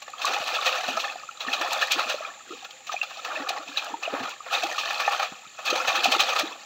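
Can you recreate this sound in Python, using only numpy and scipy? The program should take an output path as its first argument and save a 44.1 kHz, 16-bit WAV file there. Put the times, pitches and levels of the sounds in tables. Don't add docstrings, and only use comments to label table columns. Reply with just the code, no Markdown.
import sys
import numpy as np
from scipy import signal
from scipy.fft import rfft, irfft, next_fast_len
from scipy.io import wavfile
from scipy.ndimage import uniform_filter1d

SR = 44100
rng = np.random.default_rng(int(sys.argv[2]) if len(sys.argv) > 2 else 0)


def transcribe(signal):
    frames = np.atleast_2d(signal).T
    limited = np.clip(frames, -1, 1)
    pcm = np.round(limited * 32767).astype(np.int16)
    wavfile.write(sys.argv[1], SR, pcm)


N = 293265
TIME_S = np.arange(N) / SR
SUNK_FROM_S, SUNK_TO_S = 2.25, 4.45
FOAM_SHARE = .3

# frequency in Hz, relative level in dB.
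STREAM_SPECTRUM = [(25, -23), (60, -15), (130, -5), (250, -1.5), (450, -5.5), (800, -18), (1300, -17),
                   (2000, 1.5), (2700, 2), (4000, -8.5), (5000, -7.5), (7500, -9), (9500, -32),
                   (12000, -17.5), (15500, -21)]
INSECT_SPECTRUM = [(4500, -20), (6000, -1), (6700, 7), (7200, 14.5), (7600, -1), (8300, -6.5), (9500, -72)]
THUD_SPECTRUM = [(35, -41), (105, -2), (260, 1), (600, -9.5), (2000, -48.5), (6000, -70)]
GRAVEL_SPECTRUM = [(1500, -27), (4000, 5.5), (7200, 11), (9500, -10), (11700, -1), (15500, -5.5)]
GURGLE_SPECTRUM = [(30, -66), (90, -30), (160, -14.5), (260, 2.5), (380, 5.5), (500, 4.5), (800, -49)]
SPRAY_SPECTRUM = [(900, -50), (1900, -13), (2600, 6.5), (3900, -7), (4700, -9.5), (6200, -4.5), (7300, -16),
                  (8300, -22.5), (9500, -48), (15500, -16)]
SLOSH_SPECTRUM = [(150, -31), (380, -21.5), (520, 4), (720, -4.5), (1250, -7.5), (1800, -5), (2400, -6),
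                  (5000, -36)]
# centre in Hz, width in Hz, boost in dB.
SHARED_RESONANCES = [(784.5, 143, 13.5), (1247, 207, 16.5), (1736, 163, 9), (2492, 200, 5.5),
                     (4000, 840, 10), (11800, 220, 4)]
# frequency in Hz, T60 in seconds.
BANK_DECAY = [(200, 0.04), (1000, 0.06), (4000, 0.067), (12000, 0.032)]
# time in seconds, relative level in dB.
PAN_BUMPS = [(0.403, -46), (0.888, -42), (4.206, -34), (4.232, -28), (5.32, -37), (5.467, -51),
             (5.884, -42)]
STONE_CLICKS = [(0.027, -53), (0.102, -53), (0.254, -33), (0.667, -40), (1.732, -31), (1.92, -29),
                (2.098, -40), (3.493, -35), (3.846, -45.5), (4.294, -48), (5.657, -41.5), (6.046, -35),
                (6.207, -33), (6.396, -32)]
# start in seconds, slosh level in dB, spray level in dB, hold in seconds.
ROCKING_BOUTS = [(0.235, -32.5, -34, 0.8), (1.5, -32.5, -35, 0.58), (4.52, -35, -35, 0.66),
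                 (5.68, -30, -32.5, 0.71)]
HAND_SWEEPS = [(2.21, -41, -45, 0.073), (2.51, -52, -42.5, 0.052), (2.89, -47, -41.5, 0.34),
               (3.26, -33.5, -38.5, 0.14), (3.5, -34, -39, 0.069), (3.68, -48, -40.5, 0.18),
               (3.8, -35, -40, 0.068), (4.05, -36, -40.5, 0.052), (4.14, -35, -38.5, 0.12)]
# peak time in seconds, slap level in dB, spray level in dB, time scale in seconds.
BASKET_SHAKES = [(0.277, -29, -29, 0.022), (0.341, -29, -28, 0.014), (0.48, -32, -30, 0.025),
                 (0.549, -30, -28.5, 0.017), (0.67, -26, -23, 0.027), (0.758, -32, -31, 0.021),
                 (0.887, -33, -28.5, .014), (1.004, -61, -28, 0.016), (1.535, -33, -23, 0.011),
                 (1.616, -21.5, -27, 0.0074), (1.729, -32, -31.5, 0.038), (1.822, -28.5, -25, 0.019),
                 (1.921, -34, -20, 0.017), (1.995, -26, -28.5, 0.02), (2.103, -30, -27, 0.025),
                 (4.542, -27, -27, 0.032), (4.638, -28.5, -23.5, 0.005), (4.792, -39, -26.5, 0.019),
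                 (4.91, -29, -32, .015), (5.006, -26, -28, 0.02), (5.08, -20.5, -40, 0.0045),
                 (5.128, -30, -32, 0.033), (5.2, -22.5, -28.5, 0.0071), (5.233, -28.5, -30.5, 0.022),
                 (5.667, -41.5, -27.5, 0.021), (5.704, -38, -21, 0.0056), (5.758, -25.5, -28, 0.008),
                 (5.881, -25, -23, 0.016), (5.96, -26, -23, .012), (6.046, -34, -19.5, 0.017),
                 (6.124, -25.5, -20, 0.014), (6.204, -25, -18, 0.016), (6.297, -28.5, -26.5, 0.017),
                 (6.393, -27, -22, 0.014)]
SURFACE_SPLASHES = [(0.023, -44, -37.5, 0.0066), (0.081, -35.5, -43, 0.0038), (0.221, -36, -30, 0.01),
                    (1.413, -37, -32.5, 0.02), (1.484, -33, -51, 0.0094), (2.648, -40.5, -35.5, 0.0067),
                    (2.709, -51, -36.5, 0.0045), (2.872, -44.5, -33, 0.0066), (2.924, -34, -31.5, 0.012),
                    (3.033, -33.5, -29.5, 0.0062), (3.11, -35.5, -41, 0.0045), (3.25, -35, -29.5, .007),
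                    (3.492, -31.5, -23.5, 0.0065), (3.777, -34.5, -26, 0.013), (4.034, -38, -33.5, .012),
                    (4.152, -33.5, -54, 0.044), (4.236, -33, -35.5, 0.013), (4.306, -58, -36, 0.014),
                    (4.465, -33.5, -52, .007), (5.323, -33.5, -49, .003), (5.591, -34.5, -40.5, .009),
                    (6.365, -24, -27.5, 0.011)]
# peak time in seconds, pitch in Hz, peak level in dB.
AIR_GULPS = [(0.299, 416, -37), (0.895, 257, -33.5), (0.955, 218, -47), (1.486, 253, -36.5),
             (1.615, 330, -36.5), (1.968, 347, -35), (2.07, 246, -45), (2.512, 348, -35.5),
             (3.41, 275, -35.5), (3.601, 302, -44.5), (3.698, 274, -43.5), (3.939, 298, -37),
             (4.142, 273, -32), (4.213, 253, -34.5), (4.648, 339, -36), (5.729, 335, -30.5),
             (5.989, 345, -37.5), (6.087, 250, -32.5), (6.166, 353, -32.5), (6.439, 310, -31)]
BUBBLE_PLOPS = [(0.138, 1214, -28), (0.249, 1104, -15.5), (0.888, 704, -22), (1.159, 730, -28),
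                (1.236, 1190, -30.5), (1.292, 1330, -26), (1.451, 1195, -25), (1.408, 3920, -25.5),
                (1.486, 1780, -20), (1.829, 1730, -16), (2.146, 564, -23), (2.209, 630, -29.5),
                (2.252, 2410, -27), (2.897, 1220, -22), (2.933, 6040, -29), (2.944, 740, -21.5),
                (2.967, 2470, -22.5), (3.017, 2670, -14.5), (3.364, 2580, -22), (3.507, 754, -20),
                (3.774, 3890, -15), (3.795, 2520, -24), (3.943, 890, -20.5), (4.036, 2574, -20),
                (4.055, 2800, -23.5), (4.064, 2550, -24), (4.08, 663, -22), (4.139, 542, -22.5),
                (4.407, 1190, -29.5), (4.551, 3660, -20), (4.637, 720, -22), (4.783, 1180, -18),
                (5.081, 807, -18), (5.731, 536, -21.5), (6.059, 750, -12.5), (6.204, 3840, -14.5)]


def gain_of(db):
    return 10 ** (np.asarray(db) / 20)


def rms(x):
    return np.sqrt(np.mean(x ** 2) + 1e-20)


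def unit_rms(x):
    return x / rms(x)


def curve_at(points, hz):
    points_hz, values = np.transpose(points)
    return np.interp(np.log(hz + 1), np.log(points_hz + 1), values)


def add(mix, start_s, sound):
    start = round(start_s * SR)
    part = mix[max(start, 0):max(start + len(sound), 0)]
    part += sound[max(-start, 0):][:len(part)]


def colour(x, spectrum, size=4096):
    hz = np.fft.rfftfreq(size, 1 / SR)
    boost = 1 + sum((gain_of(db) ** 2 - 1) * np.exp(-2 * ((hz - centre_hz) / width_hz) ** 2)
                    for centre_hz, width_hz, db in SHARED_RESONANCES)
    log_gain = np.log(gain_of(curve_at(spectrum, hz))) + .5 * np.log(boost)
    mirrored = np.r_[log_gain, log_gain[-2:0:-1]]
    response = np.exp(np.conj(signal.hilbert(mirrored)))
    taps = np.fft.ifft(response).real[:size // 2]
    return signal.oaconvolve(x, taps / np.linalg.norm(taps))[:N]


def wander(rate_hz):
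    size = next_fast_len(N)
    hz = np.fft.rfftfreq(size, 1 / SR)
    lowpass = np.exp(-.5 * (hz / rate_hz) ** 2)
    return unit_rms(irfft(rfft(rng.standard_normal(N), size) * lowpass, size)[:N])


def stream(level_db=-54):
    return gain_of(level_db) * colour(rng.standard_normal(N), STREAM_SPECTRUM)


def insects(level_db=-54, throb_db=.9):
    shrill = colour(rng.standard_normal(N), INSECT_SPECTRUM)
    return shrill * gain_of(level_db + throb_db * wander(rate_hz=67))


def bank_echo(x, delay_s=.006):
    taps = rng.choice([-1., 1.], SR // 2) * (rng.random(SR // 2) < 1 / 20)
    taps[:int(delay_s * SR)] = 0
    hz, t, bands = signal.stft(taps, SR, nperseg=256)
    decay = gain_of(-60 * t / curve_at(BANK_DECAY, hz)[:, None])
    _, tail = signal.istft(bands * decay, SR, nperseg=256)
    return signal.oaconvolve(x, tail / np.linalg.norm(tail))[:N]


def sunk():
    return uniform_filter1d(1. 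* ((TIME_S > SUNK_FROM_S) & (TIME_S < SUNK_TO_S)), SR // 10)


def splash_power(layer):
    power = np.zeros(N)
    t = np.arange(-SR // 20, SR // 10) / SR
    for peak_s, slap_db, spray_db, scale_s in BASKET_SHAKES + SURFACE_SPLASHES:
        db = slap_db if layer == "slap" else spray_db
        break_s, drain_s = .44 * scale_s, .59 * scale_s
        shape = np.exp(-np.where(t < 0, (t / break_s) ** 2, t / drain_s))
        add(power, peak_s + t[0], gain_of(db) ** 2 * shape)
    return power


def churn_db(layer, lapping_db=-52.5):
    steps_s = TIME_S[::SR // 1000]
    power = gain_of(lapping_db) ** 2
    for rows, rise_db_per_s, settle_db_per_s in (ROCKING_BOUTS, 218, 78), (HAND_SWEEPS, 320, 130):
        for start_s, slosh_db, spray_db, hold_s in rows:
            db = slosh_db if layer == "slosh" else spray_db
            t = steps_s - start_s
            shape_db = rise_db_per_s * np.minimum(t, 0) - settle_db_per_s * np.maximum(t - hold_s, 0)
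            power = power + gain_of(db + shape_db) ** 2
    return np.interp(TIME_S, steps_s, 10 * np.log10(power))


def bumps(decay_s=.0031, shudder_db=-12):
    out = np.zeros(N)
    age = np.arange(SR // 10) / (decay_s * SR)
    for start_s, db in PAN_BUMPS:
        shudder = gain_of(shudder_db) * np.exp(-age / 4) * rng.standard_normal(len(age))
        push = np.exp(-age) * rng.standard_normal(len(age))
        add(out, start_s, gain_of(db) * (push + shudder))
    return colour(out, THUD_SPECTRUM)


def gravel(click_db=8, swell_s=.002, sand_db=-9, grit_db=2, ticks_db=-2, ticks_per_s=180, sunk_db=-7):
    shaking = np.sqrt(gain_of(churn_db("spray")) ** 2 + .5 * splash_power("spray"))
    impulses = rng.standard_normal(N) * (rng.random(N) < ticks_per_s / SR)
    grain = rng.standard_normal(64) * np.hanning(64)
    ticks = gain_of(ticks_db) * unit_rms(signal.oaconvolve(impulses, grain)[:N])
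    hiss = rng.standard_normal(N) * gain_of(grit_db * wander(rate_hz=83))
    out = gain_of(sand_db + sunk_db * sunk()) * shaking ** 1.198 * (hiss + ticks)
    age = np.arange(SR // 20) / (swell_s * SR)
    for peak_s, db in STONE_CLICKS:
        crunch = age * np.exp(1 - age) * rng.standard_normal(len(age))
        add(out, peak_s - swell_s, gain_of(db + click_db) * crunch)
    return colour(out, GRAVEL_SPECTRUM)


def bubble(hz, swell_s, rise):
    age = np.arange(int(6 * swell_s * SR) + 2) / (swell_s * SR)
    climb = rise / (1 + hz / 1000)
    turns = np.cumsum(hz * (1 + climb * np.tanh((age - 1) / 2))) / SR
    return age ** 2 * np.exp(2 - 2 * age) * np.sin(2 * np.pi * turns)


def froth(level, spectrum, low_hz, high_hz, base_per_s, swell_cycles, spread_db):
    pace = unit_rms(level)
    peaks = np.flatnonzero(rng.random(N) < base_per_s * np.sqrt(pace) / SR)
    pitch, strength, polarity, length = rng.random((N, 4))[peaks].T
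    hz = low_hz * (high_hz / low_hz) ** pitch
    swell_s = swell_cycles * (.5 + length) / hz
    height = np.sign(polarity - .5) * pace[peaks] ** .8 * hz * gain_of(spread_db * strength ** 2)
    out = np.zeros(N)
    for k, peak in enumerate(peaks):
        add(out, peak / SR - swell_s[k], height[k] * bubble(hz[k], swell_s[k], rise=.12))
    return rms(level) * unit_rms(colour(out, spectrum))


def gurgle(under_slosh_db=-26, gulp_db=-12, gulp_s=.025, pockets_db=-1, noise_db=-3):
    power = gain_of(churn_db("slosh") + under_slosh_db) ** 2
    t = np.arange(-SR // 2, SR // 2) / SR
    shape = np.exp(-np.where(t < 0, (t / gulp_s) ** 2, t / gulp_s))
    for peak_s, _, db in AIR_GULPS:
        add(power, peak_s + t[0], gain_of(db + gulp_db) ** 2 * shape)
    level = np.sqrt(power)
    pockets = froth(level, GURGLE_SPECTRUM, low_hz=190, high_hz=480,
                    base_per_s=70, swell_cycles=2.2, spread_db=8)
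    noise = level * colour(rng.standard_normal(N), GURGLE_SPECTRUM)
    return gain_of(pockets_db) * pockets + gain_of(noise_db) * noise


def plops(min_swell_s=.002777, slow_below_hz=480, push_db=-12):
    out = np.zeros(N)
    for peak_s, hz, db in AIR_GULPS + BUBBLE_PLOPS:
        swell_s = min_swell_s * (1 + (slow_below_hz / hz) ** 2)
        add(out, peak_s - swell_s, gain_of(db) * bubble(hz, swell_s, rise=.11))
        push_s = .7 / hz
        push = bubble(.8 * hz, push_s, rise=0)
        add(out, peak_s - swell_s / 2 - push_s, gain_of(db + push_db) * push)
    return out


def spray(surge_db, bubbles_db=-2.5):
    churn = gain_of(churn_db("spray") + surge_db) ** 2
    bursts = splash_power("spray")
    rain = churn * (1 - .65 * sunk())
    bubbles = froth(np.sqrt(rain + .3 * bursts), SPRAY_SPECTRUM, low_hz=2000, high_hz=7000,
                    base_per_s=560, swell_cycles=5.2, spread_db=14)
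    fizz = rng.standard_normal(N) * np.sqrt(FOAM_SHARE * churn + bursts)
    return gain_of(bubbles_db) * bubbles + colour(fizz, SPRAY_SPECTRUM)


def slosh(surge_db, bubbles_db=-2.5, slap_db=1):
    churn = gain_of(churn_db("slosh") + surge_db) ** 2
    slaps = splash_power("slap")
    bubbles = froth(np.sqrt(churn + .33 * slaps), SLOSH_SPECTRUM, low_hz=400, high_hz=2200,
                    base_per_s=300, swell_cycles=3.9, spread_db=12)
    foam = rng.standard_normal(N) * np.sqrt(FOAM_SHARE * churn + gain_of(slap_db) ** 2 * slaps)
    return gain_of(bubbles_db) * bubbles + colour(foam, SLOSH_SPECTRUM)


def scene(echo_db=-15):
    surge_db = 2 * wander(rate_hz=45)
    panning = slosh(surge_db) + gurgle() + spray(surge_db) + plops() + gravel() + bumps()
    return (panning + gain_of(echo_db) * bank_echo(panning) + stream() + insects())[None]


def record(dry):
    lowpass = signal.firwin(511, 15800, window=("kaiser", 9), fs=SR)
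    return signal.oaconvolve(dry, lowpass[None], "same")


dry = scene()
out = record(dry)
transcribe(out)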